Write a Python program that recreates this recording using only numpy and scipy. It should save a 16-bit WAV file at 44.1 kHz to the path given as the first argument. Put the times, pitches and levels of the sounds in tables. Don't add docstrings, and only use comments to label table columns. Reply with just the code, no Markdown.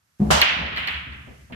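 import sys
import numpy as np
from scipy import signal
from scipy.fft import rfft, irfft
from scipy.io import wavfile

SR = 44100
rng = np.random.default_rng(int(sys.argv[2]) if len(sys.argv) > 2 else 0)


def unload_audio(sound):
    columns = np.transpose(np.atleast_2d(sound))
    steps = np.round(np.clip(columns, -1, 1) * 32767)
    wavfile.write(sys.argv[1], SR, steps.astype(np.int16))


N = 68355
TIME = np.arange(N) / SR
BANDS = np.geomspace(32, 16500, 30)


def from_db(db):
    return 10 ** (np.asarray(db) / 20)


def per_band(rows):
    hz, *columns = np.transpose(rows)
    return [np.interp(np.log(BANDS), np.log(hz), column) for column in columns]


def butter(x, hz, kind, order=2):
    sections = signal.butter(order, np.clip(hz, 10, .45 * SR), kind, fs=SR, output="sos")
    return signal.sosfilt(sections, x + 1e-18)


def impulses(times, gains):
    samples = np.clip(np.round(np.atleast_1d(times) * SR).astype(int), 0, N - 1)
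    return np.bincount(samples, np.atleast_1d(gains), N)


def delayed(x, lag_s):
    return np.interp(TIME - lag_s, TIME, x)


def ring(x, hz, t60):
    radius, angle = np.exp(-np.log(1000) / (t60 * SR)), 2 * np.pi * hz / SR
    return signal.lfilter([0, np.sin(angle)], [1, -2 * radius * np.cos(angle), radius ** 2], x + 1e-18)


def struck(modes, times, db):
    return sum(ring(impulses(times, from_db(db + level)), hz, t60) for hz, level, t60 in modes)


def room_ring(modes, times, db):
    out = np.zeros((2, N))
    for hz, level, t60 in modes:
        for ear in range(2):
            out[ear] += struck([(hz, level, t60)], times + rng.random(len(times)) / hz, db)
    return out


def diffuse_field(top_hz=13600):
    # f/Hz, left-right correlation, left minus right level/dB
    stereo = [(60, 0.86, -6.5), (132, 1, 3.5), (260, 0.24, -1), (1000, -0.25, -1.5), (2200, 0, 0),
              (4350, 0.053, -4.5), (8500, 0.0096, -5), (11900, 0.795, 3)]
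    spectrum = rfft(butter(rng.standard_normal((2, N)), top_hz, "low", order=12))
    hz = np.arange(N // 2 + 1) * SR / N
    ears, bands = np.array([[1], [-1]]), []
    for weights, alike, lean_db in zip(np.eye(len(BANDS)), *per_band(stereo)):
        mid, side = irfft(spectrum * np.interp(hz, BANDS, weights, left=0, right=0), N)
        pair = np.sqrt((1 + alike) / 2) * mid + np.sqrt((1 - alike) / 2) * side * ears
        bands.append(pair * from_db(ears * lean_db / 2))
    return np.array(bands)


def reverberate(field, wash, times, db, bright_hz=np.inf, build_up_s=0.002):
    out, rise = 0, np.exp(-1 / (build_up_s * SR))
    for noise, hz, level, t60 in zip(field, BANDS, *per_band(wash)):
        fed = impulses(times, from_db(db + level) ** 2 / (1 + (hz / bright_hz) ** 4))
        decay = np.exp(-2 * np.log(1000) / (max(t60, .005) * SR))
        energy = signal.lfilter([1 - rise], np.poly([rise, decay]), fed)
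        out = out + noise * np.sqrt(energy)
    return out


def coloured_noise(field, colour, curve=((0, 0),)):
    envelope = from_db(np.interp(TIME, *np.transpose(curve)))
    return np.tensordot(from_db(per_band(colour)[0]), field, 1) * envelope


def soft_blows(field, rows, modes, wash, contact_hz=315, boom_hz=70.4, boom_rise_s=0.029):
    times, db, boom_db, *bright_hz = np.transpose(rows)
    body = butter(struck(modes, times, db), contact_hz, "low")
    age = TIME / boom_rise_s
    swell = (age * np.exp(1 - age)) ** 2 * np.sin(2 * np.pi * boom_hz * TIME)
    boom = signal.fftconvolve(impulses(times, from_db(boom_db)), swell)[:N]
    direct = butter(body, 95, "high") + boom
    return direct * from_db([[.8], [-.8]]) + reverberate(field, wash, times, db, *bright_hz)


def room_tone(field):
    # f/Hz, level/dB
    colour = [(35, -70), (80, -47), (200, -59.5), (450, -70), (1200, -62), (3000, -75.5), (8000, -82.5),
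              (14000, -77)]
    return coloured_noise(field, colour)


def hiss(field):
    # f/Hz, level/dB
    colour = [(500, -99), (1500, -53), (3500, -59.5), (6000, -57), (10000, -63), (13000, -64.5),
              (16000, -79)]
    # t/s, level/dB
    curve = [(0, -14), (0.186, -8), (0.197, 2), (.3, 7), (.45, 2.5), (.72, -30.5), (.9, -1), (1.091, -10),
             (1.13, -5), (1.42, 0), (1.55, -5)]
    return coloured_noise(field, colour, curve)


def lunge(field):
    # t/s, level/dB, boom level/dB
    thumps = [(.196, -28.5, -55), (0.2012, -15, -39), (.2162, -13.5, -33.5), (0.249, -44.5, -23.5),
              (.269, -23.5, -60), (.287, -17.5, -31), (.32, -35.5, -23), (0.373, -34.5, -33.5)]
    # f/Hz, level/dB, T60/s
    modes = [(152.5, -7.5, 0.21), (205.8, 2.5, 0.14), (294.4, -11.5, .06), (352.8, -13, 0.2),
             (506.8, -17, 0.36), (726.6, -12, 0.49)]
    # f/Hz, level/dB, T60/s
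    wash = [(35, -14, .4), (70, 8, 0.32), (176, 10, 0.402), (298, -1.5, 0.946), (700, -6, 0.52),
            (920, -11, 0.99), (1300, -24.5, 0.86), (2530, -38, 0.79), (6000, -63, 0.59)]
    return soft_blows(field, thumps, modes, wash)


def cue(field, ring_db=-25.5, right_lag_s=0.000273, room_lag_s=0.0021):
    # t/s, level/dB
    stroke = [(0.3048, -1)]
    # f/Hz, level/dB, T60/s
    knock_modes = [(590, -8.5, .012), (1200, -1.5, 0.00506)]
    # f/Hz, level/dB, T60/s
    wood_modes = [(506, -2, 0.6), (623.2, 2, 0.43), (728, -2, 0.43), (929, -1, 0.36), (987, 1, 0.58),
                  (1296, 1, 0.278), (1400, -3, 0.45), (1540, 3, 0.24), (1670, 2.5, .25), (2863, -4, 0.59),
                  (2830, -11, 0.35)]
    # f/Hz, level/dB, T60/s
    wash = [(60, -26.5, 0.62), (177, 11, 0.15), (328, -15.5, 0.316), (646, 3, 0.52), (1310, -3, 0.79),
            (2300, -11, 1), (2700, -5.5, 1), (4170, -13.5, 0.942), (7700, -14, 0.305), (11390, -27, 0.352),
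            (15300, -35, 0.47)]
    times, db = np.transpose(stroke)
    knock = butter(struck(knock_modes, times, db), 390, "high")
    direct = np.array([knock, delayed(knock, right_lag_s)])
    wood = room_ring(wood_modes, times, db + ring_db)
    return direct + wood + reverberate(field, wash, times + room_lag_s, db)


def ticks(field, hz=12585, t60=0.0017, left_lag_s=.000018):
    # t/s, tick level/dB, sheen level/dB
    contacts = [(0.4157, -6, -35), (0.763, -38, -35), (.7769, -35, -33.5), (0.8743, -26.5, -34.5),
                (1.524, -49.5, -60)]
    # f/Hz, level/dB, T60/s
    scatter = [(3000, -58, .02), (5600, -7, 0.013), (9000, -25, 0.0069), (13100, -13, 0.0096),
               (16000, -11, 0.016)]
    # f/Hz, level/dB, T60/s
    sheen = [(3000, -35.5, 0.346), (5400, -29, 0.46), (6900, -19.5, 0.42), (9900, -25.5, 0.28),
             (12900, -21, 0.36), (16000, -30, 0.32)]
    times, db, sheen_db = np.transpose(contacts)
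    tick = butter(ring(impulses(times, from_db(db)), hz, t60), 8000, "high")
    direct = np.array([delayed(tick, left_lag_s), tick])
    return direct + reverberate(field, scatter, times, db) + reverberate(field, sheen, times, sheen_db)


def ball_clacks(field, click_band_hz=(1644, 3170), left_lag_s=.00009, early_lag_s=0.0074):
    # t/s, click level/dB, room level/dB, cutoff f/Hz
    clacks = [(0.4162, 13, -0.5, 6070), (0.4558, -2.5, -25, 3400), (0.491, -2.5, -8.5, 3640),
              (0.6547, -17, -14, 3170), (0.7235, -23, -15.5, 3300), (0.7625, -8, -17.5, 3600),
              (0.7721, -5.5, -10, 4080), (0.8314, -24, -15.5, 3245), (0.8746, -0.5, -11, 3750),
              (0.8849, -4.5, -17, 3600), (0.944, -9.5, -18.5, 3120), (1.1237, -18, -26.5, 2700),
              (1.5233, -18.5, -22.5, 2470)]
    # left delay t/s, right delay t/s, level/dB
    reflections = [(.0021, 0.002223, -4.5), (.0039, 0.0037, -4), (.007, .0067, -5.5), (.0099, 0.0095, -1),
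                   (0.0105, .0112, -7), (0.0161, 0.0143, -9)]
    # f/Hz, level/dB, T60/s
    early_wash = [(497, -18.5, 0.05), (1220, -25, 0.027), (1980, -11.5, 0.018), (2930, -19.5, 0.018),
                  (4050, -17, 0.039), (6915, -53, .04), (14000, -53, .04)]
    # f/Hz, level/dB, T60/s
    late_wash = [(200, -32, 1), (453, -28.5, 0.55), (774, -16.5, 0.691), (1254, -12, 0.97),
                 (2030, -6.5, 0.961), (2878, -4, 0.81), (3977, -16.5, 0.69), (5500, -34.5, 0.76),
                 (7776, -47, 1), (14000, -47, .4)]
    # f/Hz, level/dB, T60/s
    modes = [(2051.3, -32, 0.86), (2512, -33.5, 0.71), (3074, -31.5, 0.76)]
    times, db, room_db, bright_hz = np.transpose(clacks)
    pulses = sum(butter(impulses(at, from_db(level + 10.5)), hz, "low")
                 for at, level, hz in zip(times, db, bright_hz))
    click = butter(pulses, click_band_hz, "band", order=3)
    edge = ring(pulses, hz=4363, t60=0.0089)
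    sharp_click = from_db(-10) * click + from_db(-23) * edge
    direct = np.array([delayed(sharp_click, left_lag_s), sharp_click])
    echoes = sum(from_db(level) * np.array([delayed(click, lag) for lag in lags])
                 for *lags, level in reflections)
    early = reverberate(field, early_wash, times + early_lag_s, room_db, bright_hz)
    tail = reverberate(field, late_wash, times, room_db, bright_hz)
    return direct + echoes + early + tail + room_ring(modes, times, room_db)


def cushion_bumps(field):
    # t/s, knock level/dB, boom level/dB, reverberation cutoff f/Hz
    bumps = [(0.508, -37, -41, 900), (0.563, -33, -37.5, 400), (0.588, -32, -49, 704),
             (0.611, -28.5, -29.5, 1500), (0.719, -35, -37.5, 1500), (0.781, -37.5, -41, 500),
             (0.899, -44.5, -49, 259), (0.936, -62, -32, 250), (1.067, -37, -43.5, 262),
             (1.085, -40.5, -34.5, 302), (1.159, -42, -43.5, 283), (1.271, -38, -39, 680),
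             (1.306, -45.5, -44.5, 495), (1.408, -100.5, -44, 300), (1.498, -45.5, -62.5, 2530),
             (1.506, -39.5, -55.5, 810), (1.522, -31.5, -39, 283)]
    # f/Hz, level/dB, T60/s
    modes = [(145, -13, 0.142), (188, -10.5, 0.12), (243.9, -2, 0.076), (507, -15.5, 0.089)]
    # f/Hz, level/dB, T60/s
    wash = [(99, 7.5, 0.21), (202, 17, 0.25), (356.4, 4, 0.67), (628, 10.5, 0.476), (1240, 3.5, 0.39),
            (2220, -1.5, 0.36), (5000, -51, 0.36)]
    return soft_blows(field, bumps, modes, wash)


def rolling(field):
    # f/Hz, level/dB
    colour = [(35, -56.5), (70, -19.5), (110, -21.5), (170, -23.5), (260, -34), (380, -50), (700, -44),
              (1500, -79), (4000, -80)]
    # t/s, level/dB
    curve = [(0, -49.5), (.3, -62), (.45, -14), (.65, 0), (.9, -3), (1.2, -3), (1.4, -8), (1.55, -14)]
    return coloured_noise(field, colour, curve)


def scene():
    field_a, field_b, field_c = diffuse_field(), diffuse_field(), diffuse_field()
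    background = room_tone(field_b) + hiss(field_c)
    shot = lunge(field_c) + cue(field_a)
    balls = ticks(field_c) + ball_clacks(field_b) + cushion_bumps(field_a) + rolling(field_c)
    return background + shot + balls


def record(dry, ceiling=.95, cutoff_hz=16500):
    rounded = dry / (1 + (dry / ceiling) ** 8) ** .125
    return signal.sosfilt(signal.cheby2(12, 60, cutoff_hz, fs=SR, output="sos"), rounded)


dry = scene()
out = record(dry)
unload_audio(out)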